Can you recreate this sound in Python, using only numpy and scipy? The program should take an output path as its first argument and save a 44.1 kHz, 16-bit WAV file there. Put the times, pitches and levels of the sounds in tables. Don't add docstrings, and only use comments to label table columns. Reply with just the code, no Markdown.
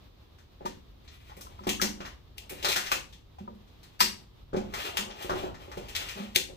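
import sys
import numpy as np
from scipy import signal
from scipy.fft import rfft, irfft
from scipy.io import wavfile
from scipy.ndimage import uniform_filter1d

SR = 44100
rng = np.random.default_rng(int(sys.argv[2]) if len(sys.argv) > 2 else 0)


def makeup_ratio(level_db):
    decades = np.asarray(level_db, float) / 20
    return 10 ** decades


def dump_mix(stems):
    frames = np.atleast_2d(stems).T
    limited = np.clip(frames, -1, 1)
    pcm = np.round(limited * 32767).astype(np.int16)
    wavfile.write(sys.argv[1], SR, pcm)


N = 289296

# [t/s, level/dB, jaw ring f/Hz, body below 1.5 kHz level/dB, direct path level/dB]
SNIP_EVENTS = [(1.692, 3.5, 2870, -21, 0), (1.816, 7, 5830, 1.5, -1.5), (2.3818, -14, 2870, -25, 5),
               (2.9170, 5, 2780, 7.5, -2.5), (4.0049, 13, 4900, -0.5, -1.5), (4.971, 4, 2860, 4.5, -2),
               (5.9644, -4.5, 2430, -11, 5.5), (6.3600, 7.5, 3500, -10.5, 10)]
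SNIP_EDGE_DB, SNIP_CHATTER_MS = -6, 2
# [f/Hz, bandwidth/Hz, relative level/dB]
STEEL_MODES = [(2855, 17, -15.5), (4430, 330, -5), (4770, 67, -11.5), (5015, 53, -2), (5875, 36, -19.5),
               (5930, 100, -1.5), (6620, 21.5, -2), (7260, 41, 1.5), (8000, 42, -9), (8770, 33, -4.5)]
STEEL_DB, STEEL_SCATTER_DB = -38, 2

# [t/s, level/dB, ring f/Hz, body below 1.5 kHz level/dB, edge above 8 kHz level/dB]
TICK_EVENTS = [(0.385, -27, 1550, 4, -12), (0.6548, -8, 1630, -3, -11.5), (1.0774, -19.5, 4000, -5, -22),
               (1.296, -26, 2170, 20, -27), (1.3673, -22.5, 2200, -2, -1), (1.4094, -15, 5800, -30, -1),
               (1.6362, -22, 5500, 17, -13), (1.6701, -4, 2950, 13, -6), (2.0043, -13, 2780, 16.5, -19),
               (2.0512, -11.5, 1930, 12.5, -29), (2.495, -10, 2400, 1, 0), (2.6269, -2.5, 2960, -25, -12),
               (2.6459, 7, 4160, 8.5, -10.5), (2.6851, 5.5, 3740, -4, -6.5), (2.7174, 6, 2270, -10, -10),
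               (2.7606, 7.5, 1580, 4, -8.5), (2.8621, -2.5, 1790, 0, -16), (3.1262, -19, 3460, -12, -13),
               (3.3854, -27, 2860, 10.5, -12), (3.5433, -43, 3710, 12, -2), (3.6733, -34, 3590, 8, -10),
               (3.8307, -22, 4160, 3, -6.5), (4.532, -21.5, 1530, 22, -17), (4.5639, -9.5, 2250, -8, -15.5),
               (4.7382, -3.5, 2040, 10.5, -10), (5.1029, -12.5, 3030, 5, -42), (5.223, -11, 3100, 6, -2.5),
               (5.2954, -8, 1650, 25.5, -16), (5.5444, -19, 1890, 13, -17), (5.7159, -15, 1990, 14.5, -13),
               (5.771, -14, 2780, 4, -9), (5.8849, -11.5, 2750, -11, -7.5), (5.9504, 1.5, 3560, -0.5, -13),
               (6.0867, -5.5, 2350, 2.5, -12), (6.11, -12, 2470, -17, -9)]
TICK_CHATTER_MS = 4.27

# [t/s, level/dB, f/Hz]
TAP_EVENTS = [(0.659, -20.5, 938), (1.317, -39, 855), (1.41, -42, 1140), (1.467, -39, 1035),
              (1.591, -34.5, 1000), (1.797, -25, 1296), (2.004, -41, 764), (2.917, -17.5, 1190),
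              (3.385, -35.5, 783), (3.477, -30.5, 960), (4.007, -8.5, 994), (5.295, -41, 1090)]
TAP_T60_S, TAP_UPPER_RATIO = 0.06, 1.27

# [t/s, deep panel level/dB, upper panels level/dB, shaking time/ms, f/Hz of the panel nearest the blow]
KNOCK_EVENTS = [(0.606, -61, -50, 13, 616), (0.650, -40.5, -42, 6.4, 295), (1.367, -49.5, -56, 13, 500),
                (1.606, -43, -57, 15, 400), (1.668, -28.5, -34.5, 6, 302), (1.82, -24.5, -37, 14.3, 336),
                (2.004, -44.5, -45.5, 5.1, 600), (2.505, -62, -46, 27, 450), (2.643, -67, -45.5, 15, 560),
                (2.764, -44.5, -46.5, 7.8, 590), (2.921, -69, -43.5, 15.5, 520),
                (3.406, -36, -59, 6.4, 398), (3.477, -38, -57.5, 13, 500), (3.551, -52, -69, 9.7, 397),
                (4.009, -29, -43, 24, 410), (4.531, -42, -38.5, 15, 400), (4.546, -55, -39, 5, 500),
                (4.565, -25.5, -36, 14, 350), (4.987, -33, -47, 16.5, 450), (5.244, -57, -45, 16, 440),
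                (5.293, -68, -36, 21, 368), (5.327, -51, -38.5, 26, 376), (5.436, -63, -39.5, 5.3, 520),
                (5.678, -56, -53, 14, 450), (5.771, -41.5, -44.5, 11.7, 443), (6.155, -36.5, -66, 17, 600),
                (6.2, -30.5, -51.5, 8.2, 605), (6.36, -45, -43, 7.4, 406), (6.488, -66, -52.5, 29, 570)]
# [f/Hz, relative level/dB, t60/s]
PANEL_MODES = [(192.7, 0.5, 0.14), (202, -1.5, 0.38), (224.6, -7, 0.45), (296, -9.5, 0.064),
               (307.4, -9, 0.13), (372.4, -3.5, .15), (397, -10.5, 0.24), (488.5, 10.5, 0.033),
               (533.4, -3.5, 0.17), (585, -5.5, 0.031), (656, -4.5, 0.033), (764, 2, 0.031),
               (932, -13, 0.03)]
DEEP_HZ = 250
PANEL_SCATTER_DB = 2
NEAR_PANEL_DB, NEAR_PANEL_SPREAD = 7, 0.15

# [t/s, scrape level/dB, body 0.3-1 kHz level above the scrape/dB]
DRAG_BOUTS = [
    [(1.05, -63, -2), (1.13, -66.5, -13), (1.322, -63.5, -5), (1.45, -63, 8), (1.652, -63.5, -2)],
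    [(1.97, -74, 14), (2.045, -61, -3), (2.06, -40.5, -5), (2.13, -84, 0)],
    [(2.38, -77, 19), (2.46, -65, 7), (2.558, -56, -13), (2.682, -46.5, 9.5), (2.802, -51, -9),
     (2.882, -46.5, -4), (2.95, -56, -19)],
    [(3.7, -83, -11), (3.95, -65.5, 1)],
    [(4.55, -66, 19.5), (4.72, -60, 4), (4.745, -44, 1.5), (4.82, -33, -7), (4.912, -51, 3.5),
     (5.06, -63, 14.5), (5.246, -49.5, -4.5), (5.394, -43, 4), (5.518, -64.5, 15)],
    [(5.6, -56.5, 2.5), (5.8, -60, 5), (6.01, -46, -3.5), (6.09, -47, -5.5), (6.176, -47, 2),
     (6.296, -52, 2), (6.36, -65, -2)],
]
# [f/Hz, relative level per Hz/dB]
SCRAPE_SPECTRUM = [(710, -50), (1200, 21.5), (1380, 14), (1550, 14.5), (2490, 15), (2900, 16), (4890, 4.5),
                   (8000, -4.5), (10400, -79.5), (17600, -120)]
DRAG_EDGE_DB, EDGE_PER_BODY = -9, -0.3

# [f/Hz, t60/s, level/dB]
SHED_BANDS = [(148, 0.7, 0.5), (500, 0.33, -4), (1500, 0.28, 4), (3980, 0.3, 6.5), (8000, 0.3, 7.5),
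              (14000, 0.21, 2.5)]
# [f/Hz, left minus right level/dB]
PORT_BALANCE_CURVE = [(60, -5), (110, -4.5), (200, -2), (380, 2.5), (700, 1), (1290, 4), (2380, 4),
                      (4400, 6), (8120, 8), (15000, -4.5)]
PORT_LAG_S = 0.00048

# [f/Hz, relative level per Hz/dB]
AIR_SPECTRUM = [(12, -39), (20, -18), (49, -3), (79, -5), (163, -13.5), (377, -14), (607, -21),
                (1220, -22.5), (1440, -28), (2460, -29), (3630, -24.5), (6720, -40), (9140, -44),
                (14700, -38.5), (16000, -33)]
AIR_DB, HISS_FLICKER_DB = -57, 1.5
# [t/s, level/dB]
RUMBLE_SWELL = [(0.0, -54.5), (0.16, -57.5), (1.73, -50), (1.97, -51.5), (4.29, -54), (4.6, -49),
                (5.13, -52.5), (5.46, -48), (5.63, -52.5), (6.03, -47), (6.23, -55.5), (6.56, -53)]
# [f/Hz, likeness 0-1]
PORT_LIKENESS = [(60, 0.97), (130, 0.89), (290, 0.2), (640, 0.05), (3000, 0)]
# [f/Hz, level/dB]
MIC_RESPONSE = [(6000, -1), (8000, -3.5), (10000, -6), (13000, -0.5), (15400, -3), (16000, -38),
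                (17000, -55)]


def read(table, hz):
    f, v = np.transpose(table)
    return np.interp(np.log(np.maximum(hz, 1)), np.log(f), v)


def colour(x, gain):
    n = x.shape[-1]
    return irfft(rfft(x) * gain(np.arange(n // 2 + 1) * SR / n), n)


def unit(x):
    return x / np.sqrt(np.mean(x ** 2))


def band(x, lo_hz, hi_hz):
    return signal.sosfilt(signal.butter(2, [lo_hz, hi_hz], "band", fs=SR, output="sos"), x)


def walk(rate):
    hold = int(SR / rate)
    held = np.repeat(rng.standard_normal(N // hold + 1), hold)
    return 1.1 * uniform_filter1d(uniform_filter1d(held, hold), hold)[:N]


def add(out, s, sound):
    i = int(s * SR)
    out[..., i:i + sound.shape[-1]] += sound[..., :N - i]


def rattle(ms, noise, crack):
    t = np.arange(len(noise)) / SR
    fade_s = max(ms, 0.5) / 1000
    push = noise * np.exp(-t / fade_s) * (1 - np.exp(-t / (0.073 * fade_s)))
    push[0] = crack
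    spectrum = rfft(push)
    push = irfft(spectrum / (np.abs(spectrum) + 1e-9), len(push))
    push = push * np.exp(-(t / (6 * fade_s)) ** 2)
    return push / np.sqrt(np.sum(push ** 2))


def clack(out, s, db, ring_hz, body_db, edge_db, push, direct_db):
    lead = 128
    shape = [(250, body_db - 18), (600, body_db - 4.5), (1200, body_db), (1800, 0.22 * body_db),
             (2700, 0.03), (6500, -6.5), (9000, edge_db), (16000, edge_db)]

    def gain(hz):
        ring_db = 6.44 * np.exp(-(np.log(hz / ring_hz + 1e-9) / 0.18) ** 2)
        return makeup_ratio(db + read(shape, hz) + ring_db)

    sound = colour(np.roll(push, lead), gain)
    add(out, s - lead / SR, np.outer([makeup_ratio(direct_db), 1], sound))


def snips():
    out = np.zeros((2, N))
    lead_in = 600
    t = np.arange(8192) / SR
    mode_hz, width, mode_db = np.array(STEEL_MODES).T[:, :, None]
    rings = makeup_ratio(STEEL_DB + mode_db) * np.sin(2 * np.pi * mode_hz * t) * np.exp(-np.pi * width * t)
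    chance = rng.standard_normal((len(SNIP_EVENTS), 8192 + len(STEEL_MODES)))
    for (s, db, hz, body_db, direct_db), draw in zip(SNIP_EVENTS, chance):
        noise, scatter = draw[:8192], draw[8192:, None]
        push = rattle(SNIP_CHATTER_MS, noise, crack=4.55)
        steel = np.sum(rings * makeup_ratio(STEEL_SCATTER_DB * scatter), axis=0)
        push = push + signal.fftconvolve(push, steel)[:8192]
        push = np.roll(push, lead_in)
        push[:lead_in] = makeup_ratio(-38.5) * noise[-lead_in:] * np.linspace(0, 1, lead_in)
        clack(out, s - lead_in / SR, db, hz, body_db, SNIP_EDGE_DB, push, direct_db)
    return out


def ticks():
    out = np.zeros((2, N))
    chance = rng.standard_normal((len(TICK_EVENTS), 8192))
    for (s, db, hz, body_db, edge_db), noise in zip(TICK_EVENTS, chance):
        push = rattle(TICK_CHATTER_MS, noise, crack=2.34)
        clack(out, s, db, hz, body_db, edge_db, push, direct_db=-4.0)
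    return out


def taps():
    out, t = np.zeros(N), np.arange(SR // 5) / SR
    envelope = np.exp(-np.log(1000) * t / TAP_T60_S) * (1 - np.exp(-t / 0.00079))
    for s, db, hz in TAP_EVENTS:
        ring = np.sin(2 * np.pi * hz * t) + 0.5 * np.sin(2 * np.pi * TAP_UPPER_RATIO * hz * t)
        add(out, s, makeup_ratio(db) * ring * envelope)
    return np.array([out, makeup_ratio(-15.5) * out])


def knocks():
    out, t = np.zeros((2, N)), np.arange(SR // 2) / SR
    hz, mode_db, t60 = np.array(PANEL_MODES).T[:, :, None]
    rings = np.sin(2 * np.pi * hz * t) * np.exp(-np.log(1000) * t / t60) * makeup_ratio(mode_db)
    deep = hz[:, 0] < DEEP_HZ
    chance = rng.standard_normal((len(KNOCK_EVENTS), 4096 + len(PANEL_MODES)))
    for (s, deep_db, upper_db, ms, near_hz), draw in zip(KNOCK_EVENTS, chance):
        noise, scatter = draw[:4096], draw[4096:, None][~deep]
        nearness = np.exp(-(np.log(hz[~deep] / near_hz) / NEAR_PANEL_SPREAD) ** 2)
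        struck = rings[~deep] * makeup_ratio(PANEL_SCATTER_DB * scatter + NEAR_PANEL_DB * nearness)
        push = rattle(ms, noise, crack=3.53)
        upper = makeup_ratio(upper_db) * signal.fftconvolve(np.sum(struck, axis=0), push)[:len(t)]
        boom = np.sum(rings[deep], axis=0) * (1 - np.exp(-t / (max(ms, 0.5) / 1000)))
        add(out[0], s, makeup_ratio(deep_db) * boom + upper)
        add(out[1], s, makeup_ratio(3.0) * upper)
    return out


def drag():
    t = np.arange(N) / SR
    slips = rng.standard_normal(N)
    slips = slips * makeup_ratio(4.0 * np.minimum(rng.exponential(size=N), 5))
    slips = slips * makeup_ratio(4.5 * walk(45))
    scrape = unit(colour(slips, lambda hz: makeup_ratio(read(SCRAPE_SPECTRUM, hz))))
    body = unit(band(slips, 300.0, 1000.0))
    edge = unit(colour(slips, lambda hz: 1 / (1 + (8000 / (hz + 1)) ** 8)))
    out = np.zeros(N)
    for bout in DRAG_BOUTS:
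        s, db, body_db = np.transpose(bout)
        fade = np.interp(t, [s[0] - 0.03, s[0], s[-1], s[-1] + 0.02], [0, 1, 1, 0])
        db, body_db = np.interp(t, s, db), np.interp(t, s, body_db)
        edge_db = DRAG_EDGE_DB + EDGE_PER_BODY * body_db
        out += fade * makeup_ratio(db) * (scrape + makeup_ratio(body_db) * body + makeup_ratio(edge_db) * edge)
    return out


def shed():
    t = np.arange(SR // 2) / SR
    shared, left, right = rng.standard_normal((3, len(t)))
    noise = np.array([0.41 * shared + 0.71 * left, 0.4 * shared + 0.89 * right])
    tail = 0
    for k, (_, t60, db) in enumerate(SHED_BANDS):
        slope = [(row[0], float(j == k)) for j, row in enumerate(SHED_BANDS)]
        fall = np.exp(-np.log(1000) * t / t60)
        echoes = colour(noise, lambda hz: read(slope, hz)) * fall
        tail = tail + makeup_ratio(db) * echoes / np.sqrt(np.sum(fall ** 2))
    return tail * np.clip((t - 0.001) / 0.002, 0, 1)


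def air():
    mid, side = rng.standard_normal((2, N))
    mid = colour(mid, lambda hz: makeup_ratio(read(AIR_SPECTRUM, hz)) * np.sqrt(1 + read(PORT_LIKENESS, hz)))
    side = colour(side, lambda hz: makeup_ratio(read(AIR_SPECTRUM, hz)) * np.sqrt(1 - read(PORT_LIKENESS, hz)))
    both = makeup_ratio(AIR_DB) * unit(np.array([mid + side, mid - side]))
    low = colour(both, lambda hz: 1 / (1 + (hz / 150) ** 4))
    s, db = np.transpose(RUMBLE_SWELL)
    rumble = unit(low) * makeup_ratio(np.interp(np.arange(N) / SR, s, db))
    hiss = (both - low) * makeup_ratio(HISS_FLICKER_DB * walk(25))
    return rumble + hiss


def scene():
    near, to_shed = snips() + ticks() + taps() + knocks() + drag()
    reverberant = signal.fftconvolve(to_shed[None], shed(), axes=1)[:, :N]
    left, right = near + reverberant

    def right_gain(hz):
        lag = np.exp(-2j * np.pi * hz * PORT_LAG_S)
        return makeup_ratio(-read(PORT_BALANCE_CURVE, hz) / 2) * lag

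    left = colour(left, lambda hz: makeup_ratio(read(PORT_BALANCE_CURVE, hz) / 2))
    right = colour(right, right_gain)
    return np.array([left, right]) + air()


def band_limit(x):
    return signal.sosfilt(signal.butter(12, 16800, fs=SR, output="sos"), x)


def record(dry):
    rounded = 0.85 * np.tanh(dry / 0.85)
    heard = colour(rounded, lambda hz: makeup_ratio(read(MIC_RESPONSE, hz)))
    return band_limit(heard)


dry = scene()
out = record(dry)
dump_mix(out)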